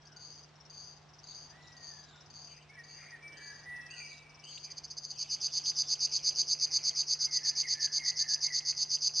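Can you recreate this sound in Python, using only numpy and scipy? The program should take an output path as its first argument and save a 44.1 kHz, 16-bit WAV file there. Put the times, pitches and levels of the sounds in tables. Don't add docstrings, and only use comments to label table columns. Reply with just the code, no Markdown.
import sys
import numpy as np
from scipy import signal
from scipy.fft import rfft, irfft
from scipy.io import wavfile
from scipy.ndimage import uniform_filter1d

SR = 44100
rng = np.random.default_rng(int(sys.argv[2]) if len(sys.argv) > 2 else 0)


def transcribe(u):
    v = np.clip(np.atleast_2d(u).T, -1, 1)
    q = np.round(v * 32767).astype(np.int16)
    wavfile.write(sys.argv[1], SR, q)


N = 405719
TIME = np.arange(N) / SR


def undb(db):
    return 10 ** (np.asarray(db) / 20)


def add(track, start_s, sound):
    i = int(round(start_s * SR))
    a, b = max(i, 0), min(i + len(sound), N)
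    if b > a:
        track[a:b] += sound[a - i:b - i]


def along(table, where):
    first, *columns = np.transpose(table)
    return [np.interp(where, first, column) for column in columns]


def wander(count, rate_hz):
    steps = np.arange(count) * rate_hz / SR
    return 1.2 * np.interp(steps, np.arange(8192), rng.standard_normal(8192))


def pip(hz, width_s, bend_hz=0):
    t = np.arange(-160, 161) / SR
    pitch_hz = hz + bend_hz * np.tanh(t / width_s)
    phase = 2 * np.pi * np.cumsum(pitch_hz) / SR
    return np.cos(phase + rng.uniform(0, 2 * np.pi)) / np.cosh(t / width_s)


def note(length_s, pitches_hz, rasp_hz, flutter_hz=420):
    u = np.linspace(0, 1, max(int(length_s * SR), 8))
    glide_hz = np.polyval(np.polyfit([0, .5, 1], pitches_hz, 2), u)
    pitch_hz = glide_hz + rasp_hz * wander(len(u), flutter_hz)
    swell = np.sqrt(np.abs(np.sin(np.pi * u)))
    return swell * np.sin(2 * np.pi * np.cumsum(pitch_hz) / SR)


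def whistles(table):
    out = np.zeros(N)
    for start_s, length_s, first_hz, middle_hz, last_hz, db, rasp_hz in table:
        add(out, start_s, undb(db) * note(length_s, [first_hz, middle_hz, last_hz], rasp_hz))
    return out


def outdoors(x, pan_db, leaves_db, leaves_t60_s, trees_db, trees_t60_s, spread):
    t = TIME[:SR]
    sides_db = np.array([[pan_db], [-pan_db]]) / 2
    out = x * undb(sides_db)
    for db, t60_s in ((leaves_db, leaves_t60_s), (trees_db, trees_t60_s)):
        envelope = np.exp(-np.log(1000) * t / t60_s) * (1 - np.exp(-t / 0.00096))
        mid, side = rng.standard_normal((2, SR)) * envelope
        echoes = (mid + spread * side * np.array([[1], [-1]])) / np.linalg.norm(mid)
        wash = signal.fftconvolve(x[None], echoes, axes=1)[:, :N]
        out = out + undb(db + sides_db) * wash
    return out


def background(air_db=-60.5, murmur_db=-75.5, flicker_db=1.0, murmur_hz=430, murmur_octaves=0.54):
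    # frequency in Hz, relative level per Hz in dB.
    air_spectrum = [(15, -60), (25, -20), (96, -8), (148, -11), (173, -13), (202, -13.5), (596, -18),
                    (682, -11.5), (1020, -14), (1200, -15.5), (2400, -21), (4120, -20), (5050, -20.5),
                    (5400, -6.5), (7020, -60.5), (11900, -120)]
    # frequency in Hz, RMS level in dB.
    hum_tones = [(150.06, -64), (295, -89), (70.6, -78.5)]
    # time of the height in s, half-width in s, rise in dB.
    murmur_swells = [(3.3, 0.24, 6.5), (6.65, 0.81, 8.5), (9.2, 0.54, 5)]
    hz = np.maximum(np.arange(N // 2 + 1) * SR / N, 1)
    points_hz, points_db = np.transpose(air_spectrum)
    air = undb(np.interp(np.log(hz), np.log(points_hz), points_db)) * (hz < SR / 8)
    murmur = np.exp(-.5 * (np.log2(hz / murmur_hz) / murmur_octaves) ** 2)
    swells_db = sum(rise_db * np.exp(-((TIME - at_s) / half_s) ** 2) for at_s, half_s, rise_db in murmur_swells)
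    width = np.interp(np.log(hz), np.log([100, 350, 1200, 4000]), [0.31, 0.552, 0.372, 0.65])
    hum = sum(np.sqrt(2) * undb(db) * np.sin(2 * np.pi * f * TIME) for f, db in hum_tones)
    out = hum * undb(np.array([[-.6], [.6]]))
    for colour, level_db in ((air, air_db), (murmur, murmur_db + swells_db)):
        mid = irfft(rfft(rng.standard_normal(N)) * colour, N)
        side = irfft(rfft(rng.standard_normal(N)) * colour * width, N)
        gain = undb(level_db + flicker_db * wander(N, rate_hz=5))
        out = out + (mid + side * np.array([[1], [-1]])) / mid.std() * gain
    return out


def raptor(octave_db=-10):
    # start in s, level in dB.
    mews = [(-.52, -67.5), (1.48, -67.5), (3.301, -66)]
    length_s, attack_s, release_s = .72, 0.015, 0.045
    top_hz, leap_hz, leap_s, sink_hz = 2007, 722, .035, 633
    out = np.zeros(N)
    t = np.arange(0, length_s, 1 / SR)
    hz = top_hz - leap_hz * np.exp(-t / leap_s) - sink_hz * (t / length_s) ** 2
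    swell = np.minimum(t / attack_s, 1) * np.minimum((length_s - t) / release_s, 1)
    for start_s, db in mews:
        phase = 2 * np.pi * np.cumsum(hz + 14 * wander(len(hz), rate_hz=120)) / SR
        add(out, start_s, undb(db) * swell * (np.sin(phase) + undb(octave_db) * np.sin(2 * phase)))
    return outdoors(out, pan_db=1.0, leaves_db=-2, leaves_t60_s=0.041, trees_db=3.5, trees_t60_s=0.55, spread=0.39)


def buzzer(pip_rate_hz=235, width_s=0.00057, pitch_jitter_hz=70, level_jitter_db=2.5, time_jitter_s=0.00041,
           tick_hz=5330, tick_scatter_db=0.5):
    # time from the first chip in s, relative level in dB, pitch in Hz.
    buzz = [(.03, -8.5, 4800), (.065, -2.5, 4650), (.115, -2.5, 4720), (.16, -4, 4880), (.23, -8, 4720),
            (.252, -15.5, 5030)]
    # time in s, level in dB.
    figure_level = [(.2, -39.5), (1.4, -38), (2.8, -41.5), (4.4, -37.5), (5.5, -40)]
    # time from the first chip in s, level relative to the figure in dB.
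    figure_ticks = [(-.144, -13), (-.095, -6.5), (-.045, -7.5)]
    # time from the first chip in s, length in s, relative level in dB, pitch in Hz.
    figure_chips = [(0, .01, -3.5, 4750), (0.263, .013, -5.5, 4950), (0.32, .008, -14, 4790)]
    first_s, period_s, count = .1613, .5344, 11
    out = np.zeros(N)
    buzz_s = np.arange(buzz[0][0], buzz[-1][0], 1 / pip_rate_hz)
    pips = list(zip(buzz_s, *along(buzz, buzz_s)))
    for at_s, length_s, db, hz in figure_chips:
        pips += [(at_s + t, db, hz) for t in np.arange(0, length_s, 1 / pip_rate_hz)]
    for start_s in first_s + period_s * np.arange(count):
        figure_db, = along(figure_level, start_s)
        for (t, swell_db, hz), chance in zip(pips, rng.standard_normal((len(pips), 3))):
            gain = undb(figure_db + swell_db + level_jitter_db * chance[1])
            sound = pip(hz + pitch_jitter_hz * chance[0], width_s) * gain
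            add(out, start_s + t + time_jitter_s * chance[2], sound)
        for t, tick_db in figure_ticks:
            tick = note(0.013, [tick_hz - 50, tick_hz + 50, tick_hz], rasp_hz=228.0, flutter_hz=1050)
            gain = undb(figure_db + tick_db + tick_scatter_db * rng.standard_normal())
            add(out, start_s + t, gain * tick)
    return outdoors(out, pan_db=3.4, leaves_db=0, leaves_t60_s=0.076, trees_db=-10.0, trees_t60_s=0.34, spread=0.74)


def small_birds():
    # start in s, length in s, first, middle and last pitch in Hz, level in dB,
    # rasp as pitch swing in Hz.
    chips = [(.052, 0.0095, 4910, 4867, 4800, -49.5, 200), (4.528, 0.0075, 2110, 3060, 5000, -50, 30.2),
             (4.574, 0.01, 2183, 3270, 5180, -43, 31), (5.658, 0.0048, 2950, 3810, 4823, -39.5, 99.6)]
    return outdoors(whistles(chips), pan_db=0.0, leaves_db=-3, leaves_t60_s=0.031,
                    trees_db=-16.0, trees_t60_s=1.0, spread=0.48)


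def far_birds(count=10):
    # start in s, length in s, middle pitch in Hz, level in dB.
    slurs = [(1.218, 0.16, 4000, -65), (1.598, 0.13, 3980, -64), (2.018, .24, 3800, -64.5),
             (4.075, .145, 4050, -62)]
    fall_hz, slur_rasp_hz = 137, 190
    chatter_start_s, chatter_end_s, chatter_note_s = 5.1, 7.6, 0.33
    first_hz, last_hz, scatter_hz, chatter_rasp_hz = 3157, 2150, 298, 358
    chatter_db, fade_db = -61, -6
    out = np.zeros(N)
    for start_s, length_s, hz, db in slurs:
        add(out, start_s, undb(db) * note(length_s, [hz + fall_hz, hz, hz - fall_hz], slur_rasp_hz))
    for u, chance in zip(np.linspace(0, 1, count), rng.standard_normal((count, 4))):
        start_s = chatter_start_s + u * (chatter_end_s - chatter_start_s) + .04 * chance[0]
        pitches_hz = first_hz + u * (last_hz - first_hz) + scatter_hz * chance[1:]
        add(out, start_s, undb(chatter_db + u * fade_db) * note(chatter_note_s, pitches_hz, chatter_rasp_hz))
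    return outdoors(out, pan_db=-0.5, leaves_db=3.0, leaves_t60_s=0.037, trees_db=-6.5, trees_t60_s=0.44, spread=0.26)


def blackbird():
    # start in s, length in s, first, middle and last pitch in Hz, level in dB,
    # rasp as pitch swing in Hz.
    phrase = [ (2.46, 0.18, 2630, 2580, 2830, -60.5, 230), (2.69, 0.071, 2110, 2274, 2300, -52, 11),
              (2.71, .082, 1750, 1717, 1710, -62, 77), (2.77, .048, 1997, 1887, 1835, -51.5, 10),
              (2.88, .12, 2620, 2700, 2930, -63, 72), (2.96, 0.19, 2050, 2150, 2250, -55.5, 284),
              (3.115, 0.05, 1923, 1884, 1750, -49.5, 10), (3.22, 0.086, 2330, 2308, 2294, -46.5, 7.9),
              (3.31, 0.12, 2850, 2900, 3060, -64, 160), (3.35, 0.23, 1680, 1691, 1720, -52, 59),
              (3.65, 0.18, 1963, 1952, 1907, -46, 25), (3.73, 0.1, 2630, 2634, 2642, -52.5, 9.5),
              (3.89, .058, 2437, 2750, 2920, -47, 29), (3.935, 0.1, 2854, 2526, 2420, -49, 88),
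              (4.01, 0.11, 2380, 2299, 2296, -47, 13), (4.42, 0.1, 2750, 2976, 3220, -54, 170),
              (4.63, .1, 2600, 2276, 2090, -59.5, 160)]
    # start in s, length in s, level in dB.
    seesaw = [(7.26, 0.15, -54), (7.4, 0.097, -55.5), (7.625, 0.062, -45), (7.73, .16, -51),
              (7.975, .135, -46), (8.18, 0.16, -53), (8.44, 0.11, -46.5)]
    # first, middle and last pitch in Hz, rasp as pitch swing in Hz.
    seesaw_notes = [(2150, 2060, 1900, 57), (1650, 1790, 1560, 39)]
    out = whistles(phrase)
    for k, (start_s, length_s, db) in enumerate(seesaw):
        *pitches_hz, rasp_hz = seesaw_notes[k % 2]
        add(out, start_s, undb(db) * note(length_s, pitches_hz, rasp_hz))
    return outdoors(out, pan_db=-1.1, leaves_db=-1.5, leaves_t60_s=0.065, trees_db=-0.5, trees_t60_s=1.26, spread=0.26)


def stutter_syllables():
    start_s, period_s, count = 4.638, .0663, 8
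    length_s, first_db, growth_db = .016, -30, 0.43
    return [(start_s + k * period_s, length_s, first_db + k * growth_db) for k in range(count)]


def reel_syllables(scatter_db=0.3, length_scatter_s=.001):
    start_s, gap_s, slowing, count = 5.1855, .11397, .01994, 34
    settled_db, settled_s = -17, .055
    warm_up_s, cold_db, cold_shorter_s = .27, -7, .008
    limp_from_s, limp_s = 8.22, .0033
    k = np.arange(count)
    beat_s = start_s + np.cumsum(gap_s * k ** slowing)
    cold = np.exp(-(beat_s - start_s) / warm_up_s)
    early_s = limp_s * (-1) ** k * (beat_s > limp_from_s)
    chance = rng.standard_normal((count, 2)).T
    length_s = settled_s - cold_shorter_s * cold + early_s + length_scatter_s * chance[0]
    level_db = settled_db + cold_db * cold + scatter_db * chance[1]
    return list(zip(beat_s - early_s, length_s, level_db))


def warbler(pip_rate_hz=272, width_s=0.00045, pitch_jitter_hz=50, level_jitter_db=1.1, time_jitter_s=.00013,
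            bend_hz=50, branch_db=-10, branch_echo_s=.00387):
    # share of its length from 0 to 1, relative level in dB, pitch in Hz.
    syllable = [(0, -4.5, 4958), (.3, -0.5, 4863), (0.602, 1.5, 4740), (1, 3.5, 4857)]
    out = np.zeros(N)
    reel = reel_syllables()
    for start_s, length_s, db in stutter_syllables() + reel:
        share = np.linspace(0, 1, int(round(length_s * pip_rate_hz)) + 1)
        chances = rng.standard_normal((len(share), 4))
        for u, swell_db, hz, chance in zip(share, *along(syllable, share), chances):
            sound = pip(hz + pitch_jitter_hz * chance[0], width_s, bend_hz * chance[3])
            sound = sound * undb(db + swell_db + level_jitter_db * chance[1])
            centre_s = start_s + u * length_s + time_jitter_s * chance[2]
            add(out, centre_s - len(sound) / 2 / SR, sound)
    band = signal.butter(2, [2400, 4400], "bandpass", fs=SR, output="sos")
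    hiss = signal.sosfilt(band, rng.standard_normal(N))
    envelope = np.sqrt(np.abs(uniform_filter1d(out ** 2, size=60)))
    out = out + undb(-36.0) * hiss / hiss.std() * envelope
    for (start_s, length_s, db), chance in zip(reel, rng.standard_normal((len(reel), 2))):
        lead = note(.011, [5400, 5300, 5050], rasp_hz=189, flutter_hz=1100)
        add(out, start_s - .0125, undb(db - 12.0) * lead)
        tick = note(.0024, np.array([3400, 2850, 2300]) + 160 * chance[0], rasp_hz=201.0)
        add(out, start_s + length_s + .015, undb(db - 27.5 + 1.8 * chance[1]) * tick)
    echo = np.pad(out, (int(round(branch_echo_s * SR)), 0))[:N]
    out = out + undb(branch_db) * echo
    return outdoors(out, pan_db=-0.8, leaves_db=-4.0, leaves_t60_s=0.044, trees_db=-13.5, trees_t60_s=0.44, spread=0.17)


def scene():
    return background() + raptor() + buzzer() + small_birds() + far_birds() + blackbird() + warbler()


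def record(dry, edge_hz=5340, soften_hz=11200, top_hz=13700):
    dry = signal.sosfiltfilt(signal.butter(14, edge_hz, fs=SR, output="sos"), dry, axis=1)
    fine_s = np.arange(int(N * 48000 / SR) + 8) / 48000
    joined = np.array([np.interp(fine_s, TIME[::4], channel[::4]) for channel in dry])
    sound = signal.resample_poly(joined, 147, 160, axis=1)[:, :N]
    sound = signal.sosfilt(signal.butter(4, soften_hz, fs=SR, output="sos"), sound)
    return signal.sosfilt(signal.ellip(8, .2, 70, top_hz, fs=SR, output="sos"), sound)


dry = scene()
out = record(dry)
transcribe(out)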